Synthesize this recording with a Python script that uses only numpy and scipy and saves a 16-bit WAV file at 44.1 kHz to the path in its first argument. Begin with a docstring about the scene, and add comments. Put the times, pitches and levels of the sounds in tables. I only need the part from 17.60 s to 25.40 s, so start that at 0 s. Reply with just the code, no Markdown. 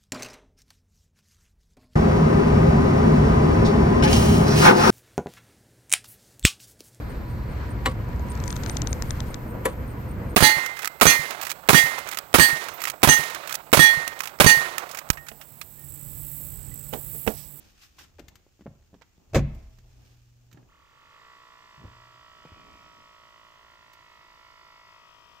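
"""A car's suspension compressor spins up and whines: each shaft turn is one blow that makes its housing ring.
Before and around it, shoes scuff, the door's check strap clicks and knocks, and the door slams:
short pushes and bursts of noise set small parts, panels and body ringing. An actuator hums as a few sine tones.
This is an underground garage: far air handling hisses and rumbles as shaped noise,
and bare concrete answers the blows with a fading noise tail."""
import sys
import numpy as np
from scipy import signal
from scipy.fft import rfft, irfft, next_fast_len
from scipy.io import wavfile
from scipy.ndimage import map_coordinates

SR = 44100
rng = np.random.default_rng(int(sys.argv[2]) if len(sys.argv) > 2 else 0)


def master(y):
    """Save y as 16-bit WAV."""
    cut = np.clip(np.atleast_2d(y).T, -1, 1)
    pcm = np.round(cut * 32767)  # scale
    wavfile.write(sys.argv[1], SR, pcm.astype(np.int16))


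N = 343980
TIME_S = np.arange(N) / SR

# In every swell table, rise_s and fall_s are the times taken to climb or sink by 20 dB.
# Far hiss of the garage: pitch_hz, level_db (per Hz, relative)
AIR_TONE = [(76, -18), (130, -16), (166, -23), (233, -38.5), (329, -27), (1200, -51), (1380, -64.5),
            (1620, -53.5), (2110, -49.5), (2970, -55), (4360, -59.5), (6800, -34.5), (10400, -62),
            (14900, -42.5), (16200, -49.5)]
# Thin steady electrical tone: pitch_hz, level_db
WHISTLE = [(13840, -91)]
# Low air pushes at the microphone: peak_s, level_db, rise_s, fall_s
RUMBLE = [(.05, -62, 0.25, 0.97), (.61, -55, 0.37, 0.23), (1.1, -53, 0.15, 0.39),
          (1.75, -42.5, 0.079, 0.18), (2.0, -50.5, 0.24, 1), (3.05, -66, 0.26, 0.49),
          (4.29, -59.5, 0.25, 0.4), (5.05, -65.5, 0.49, 0.93), (6.1, -74.5, 0.6, 0.92)]
# Colour of those pushes: pitch_hz, level_db (per Hz, relative)
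RUMBLE_TONE = [(18, -37.5), (28, -0.5), (40, 2.5), (63, 4.5), (81, 2), (110, -7), (140, -28), (240, -120)]
AIR_DB, RUMBLE_FLOOR_DB = -69, -77.5
# Life of the concrete's answer: pitch_hz, fade_s (time to fall 60 dB)
GARAGE = [(40, 0.46), (150, 0.45), (600, 0.43), (2500, 0.76), (6000, 0.21), (12000, 0.12)]

# Dull shuffles of clothes and feet: peak_s, level_db, rise_s, fall_s
SHUFFLES = [(.01, -61.5, .1, 0.34), (.41, -63.5, 0.19, 0.26), (.72, -60.5, 0.24, 0.17),
            (1.4, -71.5, 1, 0.25), (1.1, -63, 0.04, 0.18), (1.6, -65, 0.027, 0.3), (1.95, -54, 0.32, 0.24),
            (2.44, -63, 0.64, 0.31), (2.97, -56.5, 0.064, 0.091), (3.06, -65.5, .5, 0.21),
            (4.25, -53, 0.11, 0.093), (5.02, -58, 0.38, 0.75)]
# Colour of the shuffles: pitch_hz, level_db (per Hz, relative)
SHUFFLE_TONE = [(60, -30.5), (120, 1.5), (200, 2), (330, -1.5), (500, -7.5), (800, -7.5), (1200, -15),
                (2000, -40), (3300, -120)]
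# Scuffs of shoes on the floor: peak_s, level_db, rise_s, fall_s, left_over_right_db
SCUFFS = [(.01, -60.5, 0.18, 0.49, 0), (.235, -52.5, 0.078, 0.084, 1.5), (0.39, -48, 0.0085, 0.091, 0.5),
          (0.414, -55, 0.083, 0.012, 1), (.44, -58.5, 0.024, 0.019, 12), (2.0, -68.5, 0.59, 0.79, -1),
          (2.33, -69, 0.14, 0.21, 0), (2.47, -65, .2, 0.34, -2.5), (5.17, -72.5, .4, .3, -2.5)]
# Colour of the scuffs: pitch_hz, level_db (per Hz, relative)
SCUFF_TONE = [(410, -28.5), (700, -19.5), (863, -11), (946, -33.5), (1080, -10.5), (1460, -8), (2130, -11),
              (2530, -6.5), (3840, -11), (5690, -8.5), (10400, -24), (15000, -16.5), (16000, -49)]
SHUFFLE_FLOOR_DB = -79.5
RUSTLE_DB, RUSTLE_ENDS_S = -73.5, 3.06  # faint rubbing between the scuffs until the feet rest

# Actuator hum: start_s, length_s, level_db, fade_db_per_s (below zero means it grows)
HUM = [(2.11, 0.92, -57, -1.5), (4.17, 0.13, -57.5, -9), (4.3, 0.3, -55, 31)]
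HUM_HZ, HUM_EDGE_S = 120, 0.032
# Brief hollow rushes of air under the car: peak_s, level_db, rise_s, fall_s
VENT = [(4.865, -62, 0.019, 0.34), (5.19, -65, 0.2, 0.2)]
# Small cavities the air rings in: pitch_hz, width_hz, level_db (relative)
VENT_CAVITIES = [(830, 120, -11), (2300, 68, -0.5), (2490, 162, -3.5), (3220, 170, -18)]

# Small contacts: start_s, click_peak_db, knock_peak_db, click_hz, knock_hz, left_over_right_db (click)
CONTACTS = [(0.384, -45, -62, 1534, 345, 0), (0.394, -45.5, -64, 1500, 298, 0),
            (0.41, -49, -53, 1600, 308, 2), (0.447, -49, -54, 2000, 110, 0),
            (0.584, -50, -63, 2500, 420, 10), (0.589, -55, -41, 2000, 430, 21),
            (0.5941, -40.5, -38.5, 4050, 555, 14.5), (0.601, -64, -38, 2000, 307, 7),
            (0.615, -60, -47, 2500, 170, 0), (0.624, -62, -48, 1500, 197, 0),
            (0.639, -78, -48, 1500, 69, 0), (0.6826, -41, -47.5, 6200, 88, 9),
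            (0.7552, -43.5, -53, 5160, 100, 8), (0.8654, -98, -51, 1630, 437, -6),
            (0.993, -68, -50, 1490, 296, -4), (1.0088, -53, -42.5, 2730, 198, 9),
            (1.02, -59, -50, 3500, 300, -5), (1.059, -62, -32, 900, 200, -10),
            (1.065, -53, -31.5, 1100, 560, -17), (1.071, -70, -39, 900, 600, -10),
            (1.078, -70, -34, 900, 150, 0), (1.113, -80, -44.5, 900, 132, 0),
            (1.2243, -60, -65, 3050, 199, -1), (1.245, -71, -72, 2800, 100, 2),
            (1.3309, -67, -44, 1510, 216, -13), (1.3416, -54, -40.5, 2300, 223, -11),
            (1.349, -68, -45, 1200, 294, -15), (1.363, -72, -50, 1500, 180, -2),
            (1.413, -54, -50, 2490, 498.3, -10), (1.4197, -55, -43.5, 2230, 885, -31.5),
            (1.5801, -80, -50.5, 2026, 183, 0), (1.948, -53.5, -42, 12230, 90.5, -7),
            (2.1855, -56.5, -53.5, 4050, 202, -19), (2.914, -53.5, -67, 4070, 116, -12),
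            (2.928, -45.5, -54, 7430, 120, -10.5), (2.945, -57, -42.5, 1515, 149, -4),
            (2.973, -52, -48, 1390, 315, -14), (3.029, -59, -49.5, 1506, 168, -2),
            (4.179, -69, -48, 1180, 138, -2), (4.2, -70, -49, 900, 130, 0), (4.219, -70, -48, 890, 200, 0),
            (4.239, -53, -38.5, 678, 140, -11), (4.247, -74, -35, 900, 90, 0),
            (4.252, -66, -46, 900, 480, 0), (4.276, -72, -40, 900, 100, 0),
            (4.8512, -50.5, -40.5, 2400, 480, -4), (4.853, -68, -44, 1490, 150, -1),
            (4.875, -56, -55, 1485, 500, -1), (4.919, -61, -41.5, 1200, 91, -2),
            (4.969, -70, -51, 1200, 290, 0), (5.046, -68, -55, 1200, 266, 0),
            (5.081, -71, -61, 1196, 325, 0), (5.155, -60, -53, 1205, 274, 0),
            (5.384, -59, -55, 1220, 236, 2), (6.333, -49, -85.5, 10000, 299, -6)]
# Colour of the bright clicks: pitch_hz, level_db (per Hz, relative)
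CLICK_TONE = [(470, -29), (800, 5.5), (1680, 3.5), (2350, -1.5), (4570, -5.5), (7170, -5), (10600, -23.5),
              (12800, -5), (15400, -5), (16000, -40)]
CLICK_FADE_S, CLICK_WIDTH = 0.048, 3.7  # time to fall 60 dB; width as share of the pitch
# Knock: fade time at 100 Hz; higher knocks die sooner by this power of their pitch; width as share of pitch
KNOCK_FADE_S, KNOCK_SHORTENS, KNOCK_WIDTH = 0.25, 0.29, .17
# The push behind a knock: life and share of its rough part, share that takes a broader, shorter ring
PUSH_FADE_S, PUSH_ROUGH, PUSH_BROAD = .05, .8, .2

# Contacts within the door slam: start_s, panel_and_thud_db, rattle_db (relative)
SLAM = [(1.732, -41, -34.5), (1.745, -28, -14), (1.754, -16.5, -14.5), (1.765, -25.5, -19),
        (1.776, -33.5, -27), (1.789, -50.5, -30.5)]
# Door panels: pitch_hz, level_db (relative, before random scatter), fade_s (time to fall 60 dB)
PANELS = [(31.8, -13.5, 0.99), (60, -7, 0.59), (104, -0.5, 0.37), (141, -3, 0.25), (145.5, -5.5, 0.33),
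          (216, 3, 0.13), (250.3, -23, 0.19), (336.5, 0.5, 0.12), (374, -14.5, 0.17), (479, 3, 0.049),
          (548.4, 7, 0.048), (645, -30, 0.97), (780, -7, 0.047), (745, -24.5, 0.22), (1049, -9, 0.049),
          (1513, -17.5, 0.043), (1439, -26, 0.035), (1780, -25.5, .05), (2620, -24, .04)]
# Colour of the latch and trim rattle: pitch_hz, level_db (per Hz, relative)
RATTLE_TONE = [(150, -59), (350, -12), (600, -4), (717, -13.5), (1070, -20.5), (1680, -20.5), (2650, -22.5),
               (2990, -30), (5630, -31.5), (6120, -28.5), (6550, -28.5), (10700, -50), (14500, -38),
               (16000, -60)]
# Colour of the body's thud: pitch_hz, level_db (per Hz, relative)
THUD_TONE = [(15, -31.5), (25, -17), (54, 3.5), (80, -8), (110, 2), (151, -2), (381, -20), (452, -16.5),
             (565, -12), (648, -16), (800, -18.5), (1500, -36), (1950, -59.5), (3300, -120)]
# Life of the thud: pitch_hz, fade_s (time to fall 60 dB)
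THUD_LIFE = [(30, 0.64), (100, 0.29), (300, 0.45), (600, 0.037), (1500, 0.057)]

# Shaft speed, a quick spin-up and then a slow sag as pressure builds: time_s, turns_hz
SPEED = [(3.05, 31), (3.15, 37.5), (3.29, 45.3), (3.35, 48.6), (3.6, 59.2), (3.66, 59.5), (3.92, 58.6),
         (4.39, 57.6), (5.26, 56.45), (6.29, 55.4), (6.49, 54.1), (6.57, 54.1), (6.63, 54.5), (6.81, 54.8),
         (7.11, 54.6), (7.56, 53.8), (7.8, 53.7)]
# Strength of the compressor's blows: time_s, level_db (relative)
BLOW_LEVEL = [(3.05, -67.5), (3.15, -63), (3.3, -61.5), (3.66, -50.5), (4.08, -51), (5.22, -51.5),
              (5.6, -52.5), (6.4, -54), (6.5, -54), (7.28, -51.5), (7.6, -54), (7.8, -54)]
# Multiples of the shaft speed that stand out or drop back: multiple, level_db (relative)
BLOW_SHAPE = [(8, 1.5), (9, -8.3), (10, -3.8), (12, 3.5), (13, 5.7), (14, 5.1), (15, -4.1), (16, -1.7),
              (20, -1.8), (21, -7.9), (22, -2.6), (23, 4.9), (25, 4.8), (27, 2.1), (31, -9.0), (32, -5.2),
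              (33, -2.3), (34, -4.9), (35, -6.7), (37, -7.9), (38, -2.3), (40, 6.4), (43, 2.4), (45, 2.0),
              (47, 4.2), (49, 2.1), (50, -2.0), (54, 3.8), (55, 3.7), (58, 3.3), (60, 5.2), (61, 2.9),
              (62, 4.0), (63, 3.3)]
# Ringing of housing, brackets and body shell: pitch_hz, width_hz, level_db (relative), sign_of_ring
HOUSING = [(485.6, 24, -10.4, 1), (556.0, 31, -9.7, -1), (619.6, 35, -8.1, 1), (683.9, 85, -19.1, -1),
           (773.4, 8, -21.9, 1), (881.6, 49, 3.4, -1), (878.5, 37, 5.0, 1), (923.0, 9, -7.4, -1),
           (964.5, 21, -1.2, 1), (997.5, 31, -2.3, -1), (1044.1, 23, -5.9, 1), (1068.0, 8, -8.2, -1),
           (1087.5, 46, -8.0, 1), (1136.8, 31, 3.0, -1), (1196.5, 26, -5.9, 1), (1246.0, 11, -2.5, -1),
           (1240.8, 35, -6.0, 1), (1293.9, 16, -4.9, -1), (1311.9, 16, -3.6, 1), (1370.6, 26, -6.6, -1),
           (1424.0, 14, -15.3, 1), (1444.1, 10, -14.8, -1), (1561.4, 15, -19.1, 1), (1599.1, 18, -15.7, -1),
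           (1667.0, 23, -17.2, 1), (1733.5, 64, -1.1, -1), (1771.3, 98, 2.4, 1), (1801.8, 67, 1.7, -1),
           (1895.0, 35, -5.1, 1), (1932.2, 29, 1.0, -1), (1975.0, 57, -3.5, 1), (2103.5, 19, -7.0, -1),
           (2132.7, 18, -16.8, 1), (2218.6, 106, -2.2, -1), (2215.2, 160, -3.4, 1), (2333.6, 52, -15.0, -1),
           (2423.3, 61, -19.7, 1), (2549.9, 22, -14.1, -1), (2598.1, 17, -18.1, 1), (2681.0, 34, -14.4, -1),
           (2748.1, 32, -17.9, 1), (2865.1, 62, -15.8, -1), (2963.7, 21, -10.0, 1), (3065.0, 89, -11.0, -1),
           (3106.0, 95, -12.4, 1), (3225.8, 24, -16.5, -1), (3317.0, 160, -21.4, 1),
           (3335.0, 28, -16.8, -1), (3421.6, 43, -20.1, 1), (3528.8, 53, -20.1, -1), (3660.0, 54, -21.6, 1)]
# Ringing of the valve plate: pitch_hz, width_hz, level_db (relative)
PLATE = [(3890, 56, -16), (4180, 83, -23.5), (4437, 35, -14.5), (4600, 60, -18.5), (4894, 43, -19),
         (5224, 59, -19.5), (5580, 59, -19.5), (5860, 90, -25.5), (7310, 150, -23)]
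# Colour of the air through the valves: pitch_hz, level_db (per Hz, relative)
VALVE_AIR_TONE = [(240, -13.5), (400, -8), (620, -16), (790, -16), (1000, -6), (1350, -8), (1550, -14.5),
                  (1950, -13.5), (2300, -15), (3050, -16), (3600, -16), (4100, -23), (4600, -17.5),
                  (7500, -26), (8900, -27.5), (10300, -49), (13300, -21.5), (16000, -70)]
# How alike left and right are in the valve air: pitch_hz, likeness (1 = same, -1 or less = opposite)
VALVE_AIR_LIKENESS = [(60, -1.1), (180, 0.54), (550, -0.35), (1650, 0.52), (4970, 0.92), (15000, -0.3)]
# Colour while the shaft is slow: pitch_hz, width_hz, added_gain
SPIN_UP = [(620, 350, -0.14), (800, 160, .5), (1000, 120, -0.64), (1120, 60, 0.28), (1400, 150, 0.84),
           (1854, 210, -0.41), (2000, 240, -0.46), (2160, 82, 0.25), (2520, 230, 1), (3350, 200, .6),
           (5000, 1500, -.4)]
# Colour once the listener has shifted nearer the wheel: pitch_hz, width_hz, added_gain
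NEARER = [(5050, 360, 0.86), (2220, 200, 0.29), (2000, 150, -0.21), (1322, 170, -0.018), (3300, 270, -0.28)]
# Colour midway through the listener's turn: pitch_hz, width_hz, added_gain
PASSING = [(2180, 180, 0.46), (2590, 370, 0.32), (828, 170, -0.35), (4900, 300, 0.32)]
# Colour after the turn: pitch_hz, width_hz, added_gain
TURNED = [(1113, 130, 0.73), (1190, 90, -0.83), (1902, 820, -0.6), (2196, 170, -.6), (2567, 320, 0.36),
          (2780, 150, 0.42), (2900, 150, -0.91), (3260, 200, 0.85), (4600, 330, -0.9), (5300, 250, 0.78)]
# Slow wander of the ring's level: pitch_hz, wander_db
DRIFT = [(600, .5), (2000, 1), (3500, 1.6), (6000, 3)]
FIRST_BLOW_S, AIR_BUILDS_S = 3.079, 0.068  # air noise is full this long after the first blow
# Air noise at full flow; its loss per turn per second below that speed
VALVE_DB, VALVE_DB_PER_HZ, FULL_FLOW_HZ = -63, 0.35, 55.5
SPIN_UP_S, NEARER_S = (3.595, 3.6), (6, 6.8)  # slow-shaft colour fades out; nearer colour fades in
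TURN_S = 7.1, 7.58  # the listener turns along the car
# Before and after the turn: left over right, then extra travel time and level of the path off the floor
PAN_DB, BOUNCE_S, BOUNCE_DB = (-3, 6), (0.0021, .0042), (-41, -13)
SMEAR_TURNS, SLOW_SMEAR_TURNS = .006, .02  # spread of a blow per multiple, at speed and while slow
UNEVEN_DB = .3  # extra scatter of the blows while the shaft is slow
TREBLE_DB, TREBLE_HOLDS = 1.5, 0.58  # lift above 1.6 kHz; share of level drift the treble does not follow
SCATTER_S, SCATTER_HZ = .003, 70  # paths round the car: spread of the delay, width of a band
TOP_HZ = 15700


def amp(db):
    """Turn decibels into a plain gain."""
    return 10 ** (np.asarray(db) / 20)


def unit(x):
    """Scale to an average strength (rms) of 1."""
    return x / np.sqrt(np.mean(x ** 2) + 1e-20)


def along(points, hz):
    """Read a pitch table between its points, on a log pitch axis."""
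    f, v = np.transpose(points)
    return np.interp(np.log(hz + 1), np.log(f + 1), v)


def timeline(rows):
    """Read a time table as one value per sample."""
    return np.interp(TIME_S, *np.transpose(rows))


def wobble(rate):
    """A smooth random curve with this many random points a second."""
    points = rng.standard_normal(int(N * rate / SR) + 4)
    return map_coordinates(points, [np.arange(N) * rate / SR])


def ramp(start_s, end_s):
    """Climb in a straight line from 0 to 1."""
    return np.clip((TIME_S - start_s) / (end_s - start_s), 0, 1)


def swell(s, db, rise_s, fall_s):
    """A gain that climbs to a peak and sinks again, straight in dB."""
    t = TIME_S - s
    return amp(db - 20 * np.where(t < 0, -t / max(rise_s, .005), t / max(fall_s, .005)))


def swells(rows, floor_db):
    """Several swells over a steady floor, powers added."""
    return np.sqrt(sum(swell(*row) ** 2 for row in rows) + amp(floor_db) ** 2)


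def filtered(x, response):
    """Recolour a sound by a gain and phase for each pitch."""
    m = next_fast_len(x.shape[-1] + SR // 4)
    return irfft(rfft(x, m) * response(np.fft.rfftfreq(m, 1 / SR)), m)[..., :x.shape[-1]]


def mode(hz, centre, width):
    """One resonance: strongest at its centre; a narrow one rings longer."""
    return 1j * hz * width / (centre ** 2 - hz ** 2 + 1j * hz * width)


def resonator(modes):
    """Several resonances added with alternating sign."""
    return lambda f: sum((-1) ** k * amp(db) * mode(f, hz, w) for k, (hz, w, db) in enumerate(modes))


def prompt(response):
    """Keep the colour but bring its energy as early as possible (minimum phase)."""
    def early(f):
        c = irfft(np.log(np.abs(response(f)) + 1e-6))
        c[1:len(c) // 2] *= 2
        c[len(c) // 2 + 1:] = 0
        return np.interp(f, np.linspace(0, f[-1], len(c) // 2 + 1), np.exp(rfft(c)))
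    return early


def sides(pan_db):
    """Left and right gains for a level difference."""
    return amp(np.multiply.outer([.5, -.5], pan_db))


def rush(spectrum, alike, count=None):
    """Coloured stereo noise of rms 1; mixing a middle and a side noise sets how alike the ears are."""
    def middle_and_side(hz):
        angle = np.arccos(np.clip(along(alike, hz), -1, 1)) / 2
        return amp(along(spectrum, hz)) * [np.cos(angle), np.sin(angle)]
    mid, side = filtered(rng.standard_normal((2, count or N)), middle_and_side)
    return unit(np.array([mid + side, mid - side]))


def dying(x, life):
    """Let each pitch fade at its own speed."""
    hz, t, z = signal.stft(x, SR, nperseg=512)
    fade = amp(-60 * t / along(life, hz)[:, None])
    return signal.istft(z * fade, SR, nperseg=512)[1][..., :x.shape[-1]]


def background():
    """Far air handling as steady hiss, with a thin tone and lumpy low air."""
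    lumps = swells(RUMBLE, RUMBLE_FLOOR_DB) * amp(1.0 * wobble(49) + 1.1 * wobble(1.6))
    tone = sum(amp(db + wobble(3.7)) * np.sin(2 * np.pi * hz * TIME_S) for hz, db in WHISTLE)
    low = rush(RUMBLE_TONE, [(50, .99)])
    hiss = amp(AIR_DB) * rush(AIR_TONE, [(150, 0.12), (1000, 0.52), (6000, .1)])
    return hiss + tone + lumps * low


def garage(x):
    """Many reflections off concrete merge into a fading noise tail after a short gap."""
    tail = dying(rng.standard_normal((2, SR)), GARAGE)
    both = tail.mean(axis=0)
    # long waves reach both sides alike
    tail = both + filtered(tail - both, lambda f: 1 / (1 + (900 / (f + 1)) ** 2))
    late = np.pad(x.mean(axis=0), (600, 0))[None]  # gap in samples
    return signal.fftconvolve(late, tail / np.linalg.norm(tail[0]), axes=1)[:, :N]


def moves():
    """Rubbing makes noise: soles scuff in soft swishes, clothes and feet shuffle dully."""
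    rustle = amp(RUSTLE_DB) * (1 - ramp(RUSTLE_ENDS_S, RUSTLE_ENDS_S + 0.28))
    power = sum((swell(*row) * sides(pan_db)[:, None]) ** 2 for *row, pan_db in SCUFFS)
    scuffs = np.sqrt(power + rustle ** 2)
    grit = amp(1.5 * wobble(250))
    shuffle = rush(SHUFFLE_TONE, [(300, 0.22)]) * amp(1.2 * wobble(30))
    swish = scuffs * grit * rush(SCUFF_TONE, [(1000, 0.074), (8000, 0.12)])
    return swish + shuffle * swells(SHUFFLES, SHUFFLE_FLOOR_DB)


def hum():
    """A small actuator drones through the body: a low tone with faint overtones."""
    on = 0
    for s, length, db, fade in HUM:
        gate = ramp(s, s + HUM_EDGE_S) * (1 - ramp(s + length, s + length + HUM_EDGE_S))
        on = on + gate * amp(db - fade * np.maximum(TIME_S - s, 0))
    phase = 2 * np.pi * HUM_HZ * TIME_S
    tone = np.sin(phase) + amp(-24.5) * np.sin(2 * phase) + amp(-33) * np.sin(4 * phase)
    return on * amp(0.39 * wobble(26.6)) * tone


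def vent():
    """Rushing air makes noise that rings in a few small cavities."""
    hiss = filtered(rng.standard_normal(N), resonator(VENT_CAVITIES))
    return swells(VENT, -120) * amp(1.3 * wobble(40)) * unit(hiss)


def click_sound(t, burst, pitch_hz):
    """A bright burst of noise around one pitch, quickly fading."""
    def colour(f):
        tone = mode(f, pitch_hz, CLICK_WIDTH * pitch_hz) ** 2 * amp(along(CLICK_TONE, f))
        return tone / (1 + 1j * f / (4.6 * pitch_hz)) ** 2
    return filtered(burst, colour) * amp(-60 * t / CLICK_FADE_S) * (1 - np.exp(-t / 0.00014))


def knock_sound(t, rough, pitch_hz):
    """One push with a rough tail makes a part ring dully and briefly."""
    tail = rough * amp(-60 * t / PUSH_FADE_S) * np.sqrt(6 * np.log(10) / (PUSH_FADE_S * SR))
    push = PUSH_ROUGH * tail + (t == 0)

    def colour(f):
        ring = mode(f, pitch_hz, KNOCK_WIDTH * pitch_hz)
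        broad = mode(f, 0.99 * pitch_hz, 3.4 * pitch_hz) ** 2
        return (ring + PUSH_BROAD * broad) / (1 + 1j * f / (2.3 * pitch_hz)) ** 2
    fade_s = KNOCK_FADE_S * (100 / pitch_hz) ** KNOCK_SHORTENS
    return filtered(push, colour) * amp(-60 * t / fade_s)


def contacts():
    """When small hard parts meet, each contact gives a bright click and a dull knock."""
    out, t = np.zeros((2, N + SR)), np.arange(SR // 6) / SR
    for s, click_db, knock_db, click_hz, knock_hz, pan_db in CONTACTS:
        burst, rough = rng.standard_normal((2, len(t)))
        click = click_sound(t, burst, click_hz)
        knock = knock_sound(t, rough, knock_hz)
        click *= amp(click_db) / np.abs(click).max()
        knock *= amp(knock_db) / np.abs(knock).max()
        out[:, round(s * SR):][:, :len(t)] += sides(pan_db)[:, None] * click + knock
    return out[:, :N]


def slam():
    """Seal, striker and latch meet in quick succession: panels boom, the body thuds, metal rattles."""
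    out, t = np.zeros((2, N + SR)), np.arange(SR) / SR
    for s, panel_db, rattle_db in SLAM:
        boom = 0
        for hz, db, fade_s in PANELS:
            gain = amp(db + rng.normal(0, 4.3) - 60 * t / fade_s)
            boom = boom + gain * np.sin(2 * np.pi * hz * t) * rng.choice([-1, 1])
        thud = amp(-2.0) * dying(rush(THUD_TONE, [(60, 0.97), (300, 0.84)], count=SR), THUD_LIFE)
        rattle = rush(RATTLE_TONE, [(1000, 1.0), (6000, 0.11)], count=SR)
        rattle *= amp(rattle_db - 60 * t / 0.068) * sides(-1.3)[:, None]
        onset = 1 - np.exp(-t / 0.002)
        out[:, round(s * SR):][:, :SR] += (amp(panel_db) * (boom + thud) + rattle) * onset
    return out[:, :N]


def scattered(f):
    """Paths round the car delay each band differently without changing its strength."""
    bands = rng.standard_normal(256)
    delay_s = SCATTER_S * (2 + map_coordinates(bands, [f / SCATTER_HZ], mode="mirror"))
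    return np.exp(-2j * np.pi * np.cumsum(delay_s) * f[1])


def drifting(x):
    """Bands of the sound swell and fade slowly, each on its own."""
    hz, t, z = signal.stft(x, SR, nperseg=1024)
    knots = rng.standard_normal((160, 16))
    field = map_coordinates(knots, np.meshgrid(hz / 150, t * 1.7, indexing="ij"), order=1)
    gain = amp(along(DRIFT, hz)[:, None] * unit(field))
    return signal.istft(z * gain, SR, nperseg=1024)[1][:N]


def shaft_blows(turn, knock_db, slow):
    """Each shaft turn gives one blow, built from whole multiples of the shaft speed."""
    multiples = np.arange(8193)
    which, lift_db = np.transpose(BLOW_SHAPE)
    shape_db = np.bincount(which.astype(int), weights=lift_db, minlength=len(multiples))
    levels = (multiples <= 130) * amp([0 * shape_db, shape_db])
    smear = np.array([SLOW_SMEAR_TURNS * (multiples - 25) ** 2, SMEAR_TURNS * multiples ** 2])
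    cycles = irfft(levels * np.exp(-1j * np.pi * smear)) * 8192
    plain, shaped = (np.interp(turn, np.linspace(0, 1, len(c) + 1), np.append(c, c[0])) for c in cycles)
    blows = shaped + slow * (plain - shaped)  # plain while slow, shaped at speed
    blows *= amp(knock_db + (.6 + UNEVEN_DB * slow) * wobble(60))
    return blows * ramp(FIRST_BLOW_S - .004, FIRST_BLOW_S)


def compressor_body(f):
    """Housing and valve plate ring together; the plate counts mostly above 3.6 kHz."""
    shell = sum(sign * amp(db) * mode(f, hz, w) for hz, w, db, sign in HOUSING)
    plate = abs(resonator(PLATE)(f)) / (1 + (3600 / (f + 1)) ** 12)
    return np.hypot(abs(shell), plate) / (1 + (420 / (f + 1)) ** 6)


def compressor():
    """Each turn of the shaft strikes housing and valve plate once and puffs air through the valves."""
    speed, knock_db = timeline(SPEED), timeline(BLOW_LEVEL)
    turned, slow = ramp(*TURN_S), 1 - ramp(*SPIN_UP_S)
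    pan_db, extra_s, bounce_db = (a + (b - a) * turned for a, b in (PAN_DB, BOUNCE_S, BOUNCE_DB))
    turn = np.cumsum(speed * (1 + .0001 * wobble(30))) / SR
    turn = (turn - turn[round(FIRST_BLOW_S * SR)]) % 1  # place within the current turn

    ring = filtered(shaft_blows(turn, knock_db, slow), prompt(compressor_body)) * amp(-5.5)
    ring = filtered(ring, scattered)
    ring += amp(bounce_db) * np.interp(np.arange(N) - extra_s * SR, np.arange(N), ring)

    treble = filtered(ring, lambda f: 1 / (1 + (1600 / (f + 1)) ** 8))
    drift_db = np.clip(np.median(knock_db) - knock_db, -4, 2.5)
    treble_db = TREBLE_DB + TREBLE_HOLDS * drift_db - 5 * (1 - ramp(1.8, 3.3))
    ring += (amp(treble_db) - 1) * treble

    midway = 4 * turned * (1 - turned)
    nearer = ramp(*NEARER_S) - turned
    for share, colour in (slow, SPIN_UP), (nearer, NEARER), (midway, PASSING), (turned, TURNED):
        ring += share * filtered(ring, lambda f: sum(gain * mode(f, hz, w) for hz, w, gain in colour))

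    def right_first(f):
        lead = np.minimum(np.pi * f * 1.2e-4, 1.1)  # phase in radians
        return np.exp(np.multiply.outer([-1j, 1j], lead))
    ring = filtered(drifting(ring)[None], right_first)

    puff = 1 + 0.12 * np.cos(2 * np.pi * (turn - .15))
    missing_hz = np.maximum(FULL_FLOW_HZ - np.maximum.accumulate(speed), 0)  # uses top speed so far
    air = amp(VALVE_DB - VALVE_DB_PER_HZ * missing_hz) * puff * rush(VALVE_AIR_TONE, VALVE_AIR_LIKENESS)
    air_on = ramp(FIRST_BLOW_S - .03, FIRST_BLOW_S + AIR_BUILDS_S)
    return sides(pan_db) * (ring + air_on * air)


def scene():
    """Add all sources; door, contacts and a little of the compressor also feed the echo."""
    door, small, motor = slam(), contacts(), compressor()
    echo = garage(amp(-20.5) * door + amp(-15.0) * small + amp(-17) * motor)
    return door + small + motor + echo + hum() + vent() + moves() + background()


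def record(dry):
    """Keep only pitches below the top limit."""
    return filtered(dry, lambda hz: hz < TOP_HZ)


dry = scene()
out = record(dry)
master(out)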